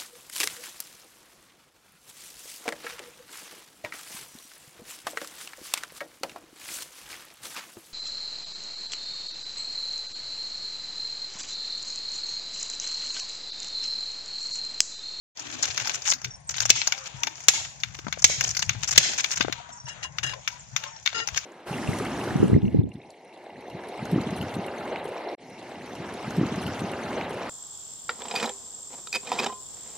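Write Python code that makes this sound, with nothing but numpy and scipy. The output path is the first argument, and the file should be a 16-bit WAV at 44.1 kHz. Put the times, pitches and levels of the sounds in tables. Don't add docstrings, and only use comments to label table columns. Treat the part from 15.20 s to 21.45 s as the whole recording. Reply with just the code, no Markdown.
import sys
import numpy as np
from scipy import signal
from scipy.fft import rfft, irfft
from scipy.io import wavfile
from scipy.ndimage import uniform_filter1d

SR = 44100
rng = np.random.default_rng(int(sys.argv[2]) if len(sys.argv) > 2 else 0)


def dump_mix(stems):
    frames = np.atleast_2d(stems).T
    limited = np.clip(frames, -1, 1)
    pcm = np.round(limited * 32767).astype(np.int16)
    wavfile.write(sys.argv[1], SR, pcm)


def voltage_ratio(decibels):
    exponent = np.asarray(decibels, float) / 20
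    return 10 ** exponent


N = 275625
TIME = np.arange(N) / SR


def colour(x, points):
    hz, db = np.transpose(points)
    size = 4096
    grid_hz = np.arange(size + 1) * SR / (2 * size)
    curve_db = np.interp(np.log(grid_hz + 1), np.log(hz), db)
    cepstrum = irfft(np.log(voltage_ratio(curve_db)))
    cepstrum[1:size] *= 2
    cepstrum[size + 1:] = 0
    impulse = irfft(np.exp(rfft(cepstrum)))[None, :size]
    return signal.oaconvolve(np.atleast_2d(x), impulse, axes=1)[:, :N]


def band(x, lo_hz, hi_hz):
    sos = signal.butter(2, [lo_hz, min(hi_hz, .45 * SR)], "bandpass", fs=SR, output="sos")
    return signal.sosfilt(sos, x) * np.sqrt(SR / 2 / (hi_hz - lo_hz))


def ring(x, hz, t60_s):
    r = np.exp(-np.log(1000) / (t60_s * SR))
    w = 2 * np.pi * hz / SR
    return signal.lfilter([0, r * np.sin(w)], [1, -2 * r * np.cos(w), r * r], x)


def pair(alike):
    first, other = rng.standard_normal((2, N))
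    alike = np.clip(alike, 0, 1)
    return np.array([first, alike * first + np.sqrt(1 - alike ** 2) * other])


def ports(x, pan_db, lag_ms):
    late = np.interp(TIME - lag_ms / 1000, TIME, x[1], left=0)
    return np.array([x[0] * voltage_ratio(pan_db / 2), late * voltage_ratio(-pan_db / 2)])


def walk(rate_hz):
    k = int(SR / rate_hz)
    held = np.repeat(rng.standard_normal(N // k + 1), k)
    return uniform_filter1d(held, k)[:N] / np.sqrt(2 / 3)


def air():
    # frequency in Hz, level in dB per Hz.
    hiss_colour = [(170, -18), (371, -22), (700, -7.5), (1240, -4), (4500, -16), (9000, -22), (10000, -48),
                   (17600, -41)]
    # time in seconds, level in dB.
    breeze = [(.15, 2.5), (.9, 2), (1.24, -3.5), (1.6, 3.5), (2.6, -0.5), (2.83, -0.5), (3.5, 0.5),
              (4.4, 2), (4.63, -3), (4.76, 2.5), (4.93, -1), (5.08, 1), (5.2, 0.5), (5.33, 1.5), (5.5, -2),
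              (5.66, 4), (5.83, -3.5), (6.0, 2)]
    # low edge in Hz, high edge in Hz, level in dB, dB per dB of breeze.
    layers = [(150, 930, 5, 1.54), (1114, 2080, 1.5, 2.5), (2280, 5260, -0.5, 4), (5160, 17000, 4.5, 2)]
    x = colour(pair(0.43), hiss_colour)
    x = x / x.std()
    breeze_db = np.interp(TIME, *np.transpose(breeze))
    out = 0
    for lo_hz, hi_hz, db, slope in layers:
        layer = band(x, lo_hz, hi_hz) * np.sqrt(2 * (hi_hz - lo_hz) / SR)
        out = out + layer * voltage_ratio(-53 + db + slope * breeze_db + 1.5 * walk(14))
    return ports(out, 3.4, 0.88)


def sand(gusty):
    grains = voltage_ratio(5.7 * np.minimum(rng.exponential(size=N), 4.0)) * (rng.random(N) < .06)
    gust_db = gusty * (7.7 * walk(150) + 2.3 * walk(30))
    push = (0.54 + uniform_filter1d(grains, size=24) * 3.3) * voltage_ratio(np.minimum(gust_db, 4))
    return push / np.sqrt(np.mean(push ** 2))


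def grit():
    # time in seconds, level in dB.
    pressure = [(.15, -45.5), (.53, -42.5), (.78, -43.5), (.95, -55.5), (1.08, -52), (1.27, -99),
                (1.31, -44.5), (1.56, -49.5), (1.86, -48), (2.75, -49.5), (3.02, -52), (3.23, -42.5),
                (3.6, -47.5), (3.85, -40.5), (4.1, -44.5), (4.46, -55), (5.64, -51), (6.25, -48)]
    # low edge in Hz, high edge in Hz, level in dB at firm pressure, dB per dB of pressure.
    layers = [(1390, 5250, -36, 2.64), (4180, 9120, -38.5, 2.07), (320, 820, -43, 3),
              (9000, 9700, -43, 16.5), (14700, 15500, -41.5, 2)]
    firm_db, flicker_db = -40, 1.3
    press_db = np.interp(TIME, *np.transpose(pressure)) - firm_db
    x = pair(0.89) * sand(.22) * voltage_ratio(flicker_db * walk(30))
    out = 0
    for lo_hz, hi_hz, db, slope in layers:
        level_db = db + slope * press_db + flicker_db * walk(40) + 2.6 * walk(160)
        out = out + voltage_ratio(level_db) * band(x, lo_hz, hi_hz)
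    return ports(out, 2.7, 1.205)


def rumble():
    # peak time in seconds, level in dB, build-up in seconds, fade in seconds.
    surges = [(.49, -50, 0.64, 1), (1.07, -43.5, 0.073, 0.075), (1.46, -46.5, 0.77, 0.26),
              (1.949, -42, 0.014, 0.078), (2.289, -43, 0.024, 0.037), (2.7, -43.5, 0.15, .2),
              (3.29, -40.5, 1, 0.18), (3.5, -36.5, 0.16, 0.38), (3.787, -30.5, 0.052, 0.018),
              (4.21, -37.5, 0.066, 0.18), (4.65, -48, 0.033, 0.044), (5.08, -43.5, 0.56, 0.18),
              (5.55, -47, 0.54, 0.11), (6.14, -49, 0.3, 0.2)]
    # frequency in Hz, level in dB per Hz.
    drone_colour = [(30, -59), (55, -4), (100, -6), (122, 1.5), (137, -1), (170, -8), (230, -20.5),
                    (450, -65)]
    idle_db, surge_db = -55.5, 13.5
    db = np.full(N, idle_db)
    for s, top_db, build_s, fade_s in surges:
        away = np.maximum((s - TIME) / build_s, (TIME - s) / fade_s)
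        db = np.maximum(db, top_db - surge_db * away)
    x = colour(pair(0.68), drone_colour)
    return ports(x / x.std() * voltage_ratio(db - 0.5), 2.0, 0.68)


def knock(age, t60_ms, tail_db):
    fade_db = 60 * age / (max(t60_ms, 4) / 1000)
    decay = voltage_ratio(-6.5 - 3.6 * fade_db) + voltage_ratio(-fade_db) + voltage_ratio(tail_db - 0.083 * fade_db)
    return (1 - np.exp(-age / 0.00021)) * decay


def slide(age, length_ms, tail_db):
    over = np.maximum(age - length_ms / 1000, 0)
    return (1 - np.exp(-age / 0.00086)) * (np.exp(-over / 0.0042) + voltage_ratio(tail_db) * np.exp(-over / 0.012))


def cracks(events, shape, push, crest_db, tail_db, sizzle_db, body_hz, patchy_db=2.5):
    env = np.zeros((3, N + 8192))
    age = np.arange(8192) / SR
    for s, db, thud_db, edge_db, ms in events:
        at = int(s * SR)
        parts_db = np.array([[thud_db], [0], [edge_db]])
        env[:, at:at + 8192] += voltage_ratio(db + crest_db + parts_db) * shape(age, ms, tail_db)
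    env[:, :N] *= voltage_ratio(patchy_db * np.array([walk(220) for _ in env]))
    impacts = np.clip(pair(0.45), -1.2, 1.2) * 1.236
    thud, body, edge = impacts * push * env[:, None, :N]
    out = band(thud, 504, 1940) + band(body, body_hz, 5400) + band(edge, 4435, 8470)
    out = out + voltage_ratio(sizzle_db) * band(edge + 0.39 * body, 9580, 11380)
    return out + voltage_ratio(sizzle_db + 9.5) * band(edge + 0.5 * body, 14200, 17900)


def contacts(table, thud_db, ms):
    return [(s, db, thud_db, edge_db, ms) for s, db, edge_db in table]


def trowel():
    # start in seconds, peak in dB, edge in dB.
    dry_taps = [(.5762, -17, 1), (.599, -20, 3.5), (.6545, -22, 0), (.6948, -15.5, -3), (.8194, -35, 12),
                (.9351, -18, 8), (1.0441, -18.5, 3), (1.4031, -16, 8), (1.6154, -15.5, -19),
                (1.722, -12.5, -0.5), (2.0335, -14.5, 3), (2.6349, -13.5, -5.5), (2.9257, -15.5, -3.5),
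                (3.349, -20, 6.5), (3.3674, -17.5, 8.5), (3.493, -9.5, -5), (4.0427, -10.5, -2.5),
                (4.2083, -7, -9.5), (4.3246, -15, -4), (4.9841, -18, -2.5), (5.1248, -33, -7),
                (5.136, -29.5, -5), (5.2758, -11.5, 4), (5.5628, -9.5, 3.5), (5.637, -26.5, 1),
                (5.8558, -32, -9), (5.8605, -9, -4.5), (5.8744, -18, -10), (5.891, -38, -28),
                (6.0858, -23.5, 0), (6.1739, -12.5, 5.5)]
    pats = [(.172, -34.5, 11), (.194, -30, 7), (0.43, -20, -7), (.6722, -21, 10), (0.57, -25.5, 7),
            (1.6725, -16, 9), (2.0694, -17.5, 1), (2.3, -26, -3.5), (1.778, -30, 6.5), (2.155, -41.5, 9),
            (2.18, -36, 0), (1.016, -31, 0), (.634, -41, -12), (2.601, -40, 10), (2.788, -29.5, 3),
            (2.845, -37, -9), (6, -26.5, -16), (2.4, -29.5, -15), (3.635, -26, 8.5), (3.8, -27, 13),
            (3.933, -24, 10), (5.094, -27, -3), (3.5, -31, -11), (3.2089, -14, 9.5), (3.392, -21.5, 9.5),
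            (5.9287, -27.5, -14), (6.0735, -21, 4)]
    dry_slips = [(.4367, -14.5, -21), (.4514, -18.5, -3), (.8764, -25, 10), (1.291, -19, 1.5),
                 (1.305, -28.5, 7), (1.3623, -18, 0.5), (1.3809, -18, -10.5), (1.453, -10, -1.5),
                 (1.4854, -27, -17), (1.4918, -16.5, 6.5), (1.5604, -21.5, -9), (2.4458, -20.5, -13),
                 (2.745, -25.5, -7), (3.2715, -27, 5), (3.2889, -23.5, 4), (3.3044, -23.5, 9),
                 (3.421, -13.5, 0), (3.7085, -15, 3), (3.724, -14, -2), (3.7569, -12, -5), (4.1041, -21, 2),
                 (4.1344, -26, -8), (6.1409, -24, -15), (6.1594, -15.5, -5)]
    smears = [(.2478, -37, -7), (.4254, -23.5, 11), (.893, -24.5, 10), (.9004, -25, 6),
              (.9114, -26.5, 13.5), (.918, -19, -11), (1.4154, -16, 1.5), (1.429, -22, -22),
              (2.2024, -33, 4), (2.2358, -34, 0), (2.8804, -27.5, -24.5), (3.02, -26.5, 5),
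              (3.238, -12, 3.5), (4.1579, -25, 8), (4.1697, -18, -4), (4.1967, -27, -25.5),
              (4.2214, -18, -10), (4.3819, -45, -14.5), (4.3994, -43, -21), (5.7588, -37, -13)]
    shoves = [(.3244, -28, -6), (.4758, -26, -0.5), (.4994, -24, -5), (.605, -25, -6), (.74, -20.5, -2),
              (.852, -20, -1), (.868, -23.5, -3), (.885, -30, 1), (.902, -38, -4), (1.339, -28.5, -15),
              (1.8568, -25, -7), (2.985, -34, 3.5), (3.627, -18.5, -1.5), (3.6744, -20, 3.5),
              (3.9774, -19.5, 0.5), (3.9937, -19, -9), (4.114, -22.5, 2), (4.4887, -42, -5),
              (4.6808, -30.5, -6), (4.8285, -25.5, -3), (5.03, -24, -4), (5.0594, -31, 1), (5.089, -37, -7),
              (5.9464, -30, -12), (5.9763, -24.5, -17), (5.9994, -41, -10)]
    # frequency in Hz, level in dB, t60 in seconds.
    tap_ring = [(1606, -36.5, 0.03), (2420, -26, 0.0079), (2868, -23, 0.0074), (3665, -22, 0.012),
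                (4265, -18, 0.0055), (4894, -24.5, 0.011), (5645, -19.5, 0.0033), (6600, -14, 0.0018)]
    tap_t60_ms, slip_ms, shove_ms = 30.7, 5.8, 16.8
    taps = contacts(dry_taps, -44, tap_t60_ms) + contacts(pats, -7, tap_t60_ms)
    slips = contacts(dry_slips, -13, slip_ms) + contacts(smears, -5.5, slip_ms)
    slips = slips + contacts(shoves, -26, shove_ms)
    taps = cracks(taps, knock, 0.64, crest_db=-11.5, tail_db=-25.5, sizzle_db=-0.5, body_hz=1226)
    taps = taps + sum(voltage_ratio(db) * ring(taps, hz, t60_s) for hz, db, t60_s in tap_ring)
    slips = cracks(slips, slide, sand(0.059), crest_db=-14.5, tail_db=-16.5, sizzle_db=-8, body_hz=1200)
    return ports(taps + slips, 5.15, 1.371)


def feet():
    # middle in seconds, length in seconds, level in dB, frequency in Hz.
    shuffles = [(0.334, .12, -48.5, 288), (0.697, 0.083, -54, 237), (0.95, 0.035, -52.5, 238),
                (1.07, 0.034, -55, 390), (2.076, 0.075, -53.5, 300), (2.395, 0.057, -51, 730),
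                (3.94, 0.13, -53.5, 255), (4.47, 0.15, -54.5, 1310), (4.53, 0.043, -57, 230),
                (5.16, 0.043, -50, 600), (4.55, 0.038, -56, 7200), (5.413, .03, -61.5, 7260),
                (6.175, 0.01, -38.5, 5090)]
    out = 0
    x = pair(0.74) * voltage_ratio(2.9 * walk(60))
    for s, length_s, db, hz in shuffles:
        swell = np.exp(-((TIME - s) / length_s) ** 2)
        out = out + voltage_ratio(db) * swell * band(x, hz * 0.836, hz * 1.18)
    return ports(out, 2.5, 1.11)


def hollows():
    # start in seconds, peak in dB, frequency in Hz, t60 in seconds.
    booms = [(0.491, -40.5, 96.7, 0.1), (0.611, -43, 110, 0.12), (.9, -48, 160, 0.094),
             (1.051, -42.5, 126.3, 0.18), (1.288, -52, 123, .25), (1.399, -42, 114.2, 0.56),
             (1.941, -40, 129.7, 0.12), (2.285, -57, 107.4, 0.091), (2.399, -46.5, 108, 0.12),
             (2.659, -44, 112, 0.14), (2.84, -44, 138, 0.2), (3.044, -26, 99.7, 0.047),
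             (3.094, -38, 127, 0.12), (3.293, -38.5, 113, 0.12), (3.47, -35.5, 112.6, 0.2),
             (3.549, -38.5, 106.7, 0.24), (3.774, -31, 94.6, 0.07), (4.64, -39, 129, 0.11),
             (5.041, -45, 121, 0.51), (5.53, -40.5, 137, 0.1), (6.122, -40, 75, 0.12)]
    # start in seconds, peak in dB, frequency in Hz.
    clunks = [(0.658, -34.5, 880), (0.879, -34, 850), (1.557, -37, 900), (1.616, -40, 920),
              (1.683, -36, 840), (1.721, -38, 930), (2.073, -31.5, 870), (2.338, -34, 870),
              (2.378, -36, 907), (2.87, -35.5, 986), (3.553, -49, 850), (4.381, -35, 930),
              (4.401, -34.5, 722), (4.491, -40.5, 690), (4.578, -46, 850), (4.679, -40.5, 944),
              (4.848, -35, 1030), (5.134, -30.5, 1037), (5.642, -45, 860), (6.074, -33, 834)]
    ground, bed = np.zeros((2, N + 16384))
    age = TIME[:16384]
    rise = 1 - np.exp(-age / 0.0051)
    for s, db, hz, t60_s in booms:
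        fade = voltage_ratio(db + 9.0 - 60 * age / t60_s)
        ground[int(s * SR):][:16384] += fade * rise * np.sin(2 * np.pi * hz * age)
    for s, db, hz in clunks:
        fade = voltage_ratio(db - 1.0 - 60 * age / 0.056)
        bed[int(s * SR):][:16384] += fade * np.sin(2 * np.pi * hz * age)
    out = ground[:N] + bed[:N] * voltage_ratio(2 * walk(330))
    return ports(np.array([out, out]), 5.2, 1.08)


def bird():
    # start in seconds, level in dB.
    chips = [(1.025, -50), (1.055, -60), (1.103, -42.5), (1.136, -44), (4.52, -51), (4.572, -51),
             (4.598, -46), (4.653, -43), (4.685, -45), (5.673, -45), (5.727, -49.5), (5.762, -49)]
    # start in seconds, level in dB, first frequency in Hz.
    tweets = [(1.075, -52, 8400), (1.115, -54, 8900), (1.155, -45, 9000), (1.198, -47, 9050),
              (1.24, -48, 9050), (1.27, -33, 7780), (4.524, -43, 7500), (4.552, -52, 8650),
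              (4.595, -53, 8900), (4.635, -47, 9050), (4.678, -41, 8900), (4.72, -45, 9000),
              (5.33, -52, 8950), (5.375, -54, 9000), (5.39, -43, 7500), (5.42, -52, 8900)]
    chip_hz, chip_s, chip_fall = 5800, .019, .06
    out = np.zeros(N)
    age = TIME[:1024] / chip_s
    shape = np.interp(age, [0, .2, .5, 1], [0, 0.69, 0.74, 0.23])
    for s, db, hz in [(s, db, chip_hz) for s, db in chips] + tweets:
        glide_hz = hz * (1 - chip_fall * np.minimum(age, 1) ** 3)
        out[int(s * SR):][:1024] += voltage_ratio(db) * shape * np.sin(2 * np.pi * np.cumsum(glide_hz) / SR)
    out = out * voltage_ratio(2.7 * walk(330))
    out = out + 0.16 * np.roll(out, 600) + 0.11 * np.roll(out, 1100)
    return ports(np.array([out, out]), 1.6, 0.591)


def goat():
    # start in seconds, end in seconds, first frequency in Hz, last frequency in Hz, level in dB.
    bleats = [(1.336, 1.47, 877, 900, -60), (1.712, 1.82, 761, 802, -54.5), (1.75, 1.895, 535, 517, -57.5),
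              (1.967, 2.136, 960, 895, -55), (4.326, 4.76, 957, 954, -60.5),
              (4.627, 4.796, 610, 610, -65.5), (4.77, 4.84, 930, 945, -66), (4.887, 4.97, 1077, 1066, -60),
              (5.282, 5.389, 985, 990, -56.5), (5.597, 5.799, 878, 902, -57), (5.618, 5.706, 559, 588, -63),
              (5.636, 5.713, 1070, 1036, -55)]
    out, quaver, tremble = np.zeros(N), walk(30), walk(80)
    for t0, t1, first_hz, last_hz, db in bleats:
        on = slice(int(t0 * SR), int(t1 * SR))
        t = TIME[on]
        hz = np.interp(t, [t0, t1], [first_hz, last_hz]) * (1 + 0.012 * quaver[on])
        phase = 2 * np.pi * np.cumsum(hz) / SR
        swell = np.clip(np.minimum(t - t0, t1 - t) / 0.027, 0, 1)
        voice = np.sin(phase) + voltage_ratio(-14) * np.sin(2 * phase)
        out[on] += swell * voltage_ratio(db + 2.0 + 4.2 * tremble[on]) * voice
    return ports(np.array([out, out]), 9.3, 1.75)


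def hammer():
    # start in seconds, peak in dB, thud in dB, edge in dB.
    blows = [
        (1.5015, -9.5, -17.5, -9),
        (2.2834, -7, -16.5, -3),
        (3.042, -6.5, -14, -3),
        (3.7771, -6, -17.5, -4.5),
    ]
    # frequency in Hz, level in dB, t60 in seconds.
    head_modes = [(2630, -50, 0.073), (5780, -43, 0.017), (6640, -30, 0.0059), (7510, -36.5, 0.052),
                  (10520, -33.5, 0.064), (12000, -43, 0.071)]
    head_db = [-7.5, -1.5, -0.5, -4.5]
    blow = cracks([(*row, 29.1) for row in blows], knock, 0.93, crest_db=3.0, tail_db=-27.5,
                  sizzle_db=-15.5, body_hz=1666, patchy_db=0.95)
    blow = blow + sum(voltage_ratio(db + 6.7 * walk(250)) * ring(blow, hz, t60_s) for hz, db, t60_s in head_modes)
    blow = blow + voltage_ratio(-23) * band(np.abs(blow), 152, 1100)
    age = np.arange(30000) / SR
    yard = voltage_ratio(-43.5 - 60 * age / 0.51) * np.minimum(age / 0.096, 1)
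    slap_s = .051
    wall = (age > slap_s) * voltage_ratio(-49 - 60 * np.abs(age - slap_s) / 0.31)
    echo = signal.oaconvolve(blow, pair(0.063)[:, :len(age)] * (yard + wall), axes=1)[:, :N]
    free = blow * voltage_ratio(np.interp(TIME, np.transpose(blows)[0], head_db))
    hiss_tail = pair(0.71)[:, :len(age)] * voltage_ratio(-29.0 - 60 * age / 0.43)
    hiss = signal.oaconvolve(free, hiss_tail, axes=1)[:, :N]
    echo = echo + voltage_ratio(-22.5) * band(band(hiss, 10300, 11600), 10200, 11800)
    return ports(blow, 1.0, 1.419) + ports(echo, 0.83, 0.9)


def plops():
    # start in seconds, peak in dB, hollow frequency in Hz.
    lumps = [(2.79, -38, 402), (2.844, -49, 285), (2.867, -29.5, 237), (2.881, -32.5, 238),
             (2.974, -30, 620), (3.098, -27, 550), (3.55, -40, 220), (4.206, -24.5, 297), (4.247, -23, 368),
             (4.282, -24, 505), (4.296, -30, 350)]
    out = np.zeros(N)
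    age = TIME[:2048]
    slap = voltage_ratio(-9.5) * band(rng.standard_normal(N), 370, 1630)
    sag_per_s = 46
    sunk = (1 - np.exp(-age * sag_per_s)) / sag_per_s
    for s, db, hz in lumps:
        at = int(s * SR)
        shape = (1 - np.exp(-age / 0.00074)) * np.exp(-age * hz * 0.97)
        out[at:at + 2048] += voltage_ratio(db + 7.5) * (np.sin(2 * np.pi * hz * sunk) + slap[at:at + 2048]) * shape
    return ports(np.array([out, out]), 8.0, 1.39)


def blade():
    # start in seconds, length in seconds, level in dB, grip from 0 (flat) to 1 (tip).
    drags = [
        (4.666, 0.061, -52.5, .01),
        (4.825, 0.031, -44.5, 0.028),
        (5.029, 0.016, -37.5, 0.02),
        (5.063, .06, -42.5, 0.048),
        (5.944, 0.086, -41, 0.87),
    ]
    # frequency in Hz, width in Hz, dB held flat, dB held on the tip.
    modes = [(453, 29, -18.5, 3.5), (904, 14, -20.5, -12), (1380, 22, -20.5, 8), (1720, 42, -0.5, -16.5),
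             (1850, 37, -2.5, 5), (2830, 18.5, 3.5, 4), (3300, 28, -6.5, -15.5), (3920, 29, -10, -7),
             (4890, 37, -18, -1.5), (5090, 30, -7.5, -5), (5540, 79, -27, -18), (6480, 120, -11, -5),
             (6840, 60, -21, -7), (3580, 80, -21, -20)]
    top_modes = [(6000, 30, -28, -20), (7930, 120, -7, -20), (8330, 45, -10, -23), (8930, 35, -13, -24),
                 (10000, 40, -3, -20), (10500, 35, -14, -28)]
    on = slice(int(drags[0][0] * SR), N)
    t = TIME[on]
    drag, grip = np.zeros(len(t)), np.zeros(len(t))
    out = np.zeros((2, N))
    for s, length_s, db, tip in drags:
        age = t - s
        fade_db = 47 * age + 650 * np.maximum(age - length_s, 0)
        drag = drag + np.clip(age / .003, 0, 1) * voltage_ratio(db - np.maximum(fade_db, 0))
        grip[age > 0] = tip
    chatter = (pair(0.85) * voltage_ratio(2.23 * walk(64)))[:, on] * drag
    bent = np.cumsum(1 + 0.0028 * walk(25)[on]) / SR
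    lock_db = -30.5
    for hz, width_hz, flat_db, tip_db in modes + top_modes:
        grip_db = flat_db + grip * (tip_db - flat_db)
        locked = drag * voltage_ratio(grip_db + lock_db + 2.5 * walk(66)[on]) * np.sin(2 * np.pi * hz * bent)
        out[:, on] += locked * np.sqrt(SR / 2 / width_hz)
        rung = ring(chatter * voltage_ratio(grip_db) + 1e-18, hz, 1.12 / width_hz)
        out[:, on] += np.sqrt(4 * np.pi * width_hz / SR) * rung
    return ports(out, 4.7, 1.339)


def scene():
    near = trowel() + plops() + hollows() + hammer() + grit() + blade()
    return near + rumble() + goat() + bird() + air() + feet()


def thin(x):
    hz, _, z = signal.stft(x, SR, nperseg=2048, noverlap=1536)
    power = uniform_filter1d((np.abs(z) ** 2).sum(axis=0), size=5, axis=0)
    loud = power[(hz > 4000) & (hz < 8000)].mean(axis=0)
    mask_db, mask_from_hz = -26.5, 9300
    keep = (power > loud * voltage_ratio(2 * mask_db)) | (hz < mask_from_hz)[:, None]
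    return signal.istft(z * keep, SR, nperseg=2048, noverlap=1536)[1][:, :N]


def low_pass(x):
    return signal.sosfilt(signal.butter(12, 15900, fs=SR, output="sos"), x)


def record(dry):
    # frequency in Hz, level in dB.
    far_port = [(300, -5.5), (1200, -4), (3000, -5.5), (7000, 3)]
    # frequency in Hz, level in dB.
    port_curve = [(200, 0.5), (5000, 6.5), (6700, 10), (7600, -1), (8300, -11.5), (9500, -13.5),
                  (15400, -22.5), (15900, -48)]
    x = np.array([dry[0], colour(dry[1], far_port)[0]])
    x = colour(x, port_curve) * np.clip((TIME - .149) / 0.049, 0, 1)
    x = signal.sosfilt(signal.butter(2, 40, "highpass", fs=SR, output="sos"), x)
    return low_pass(np.clip(thin(x), -1, 1))


dry = scene()
out = record(dry)
dump_mix(out)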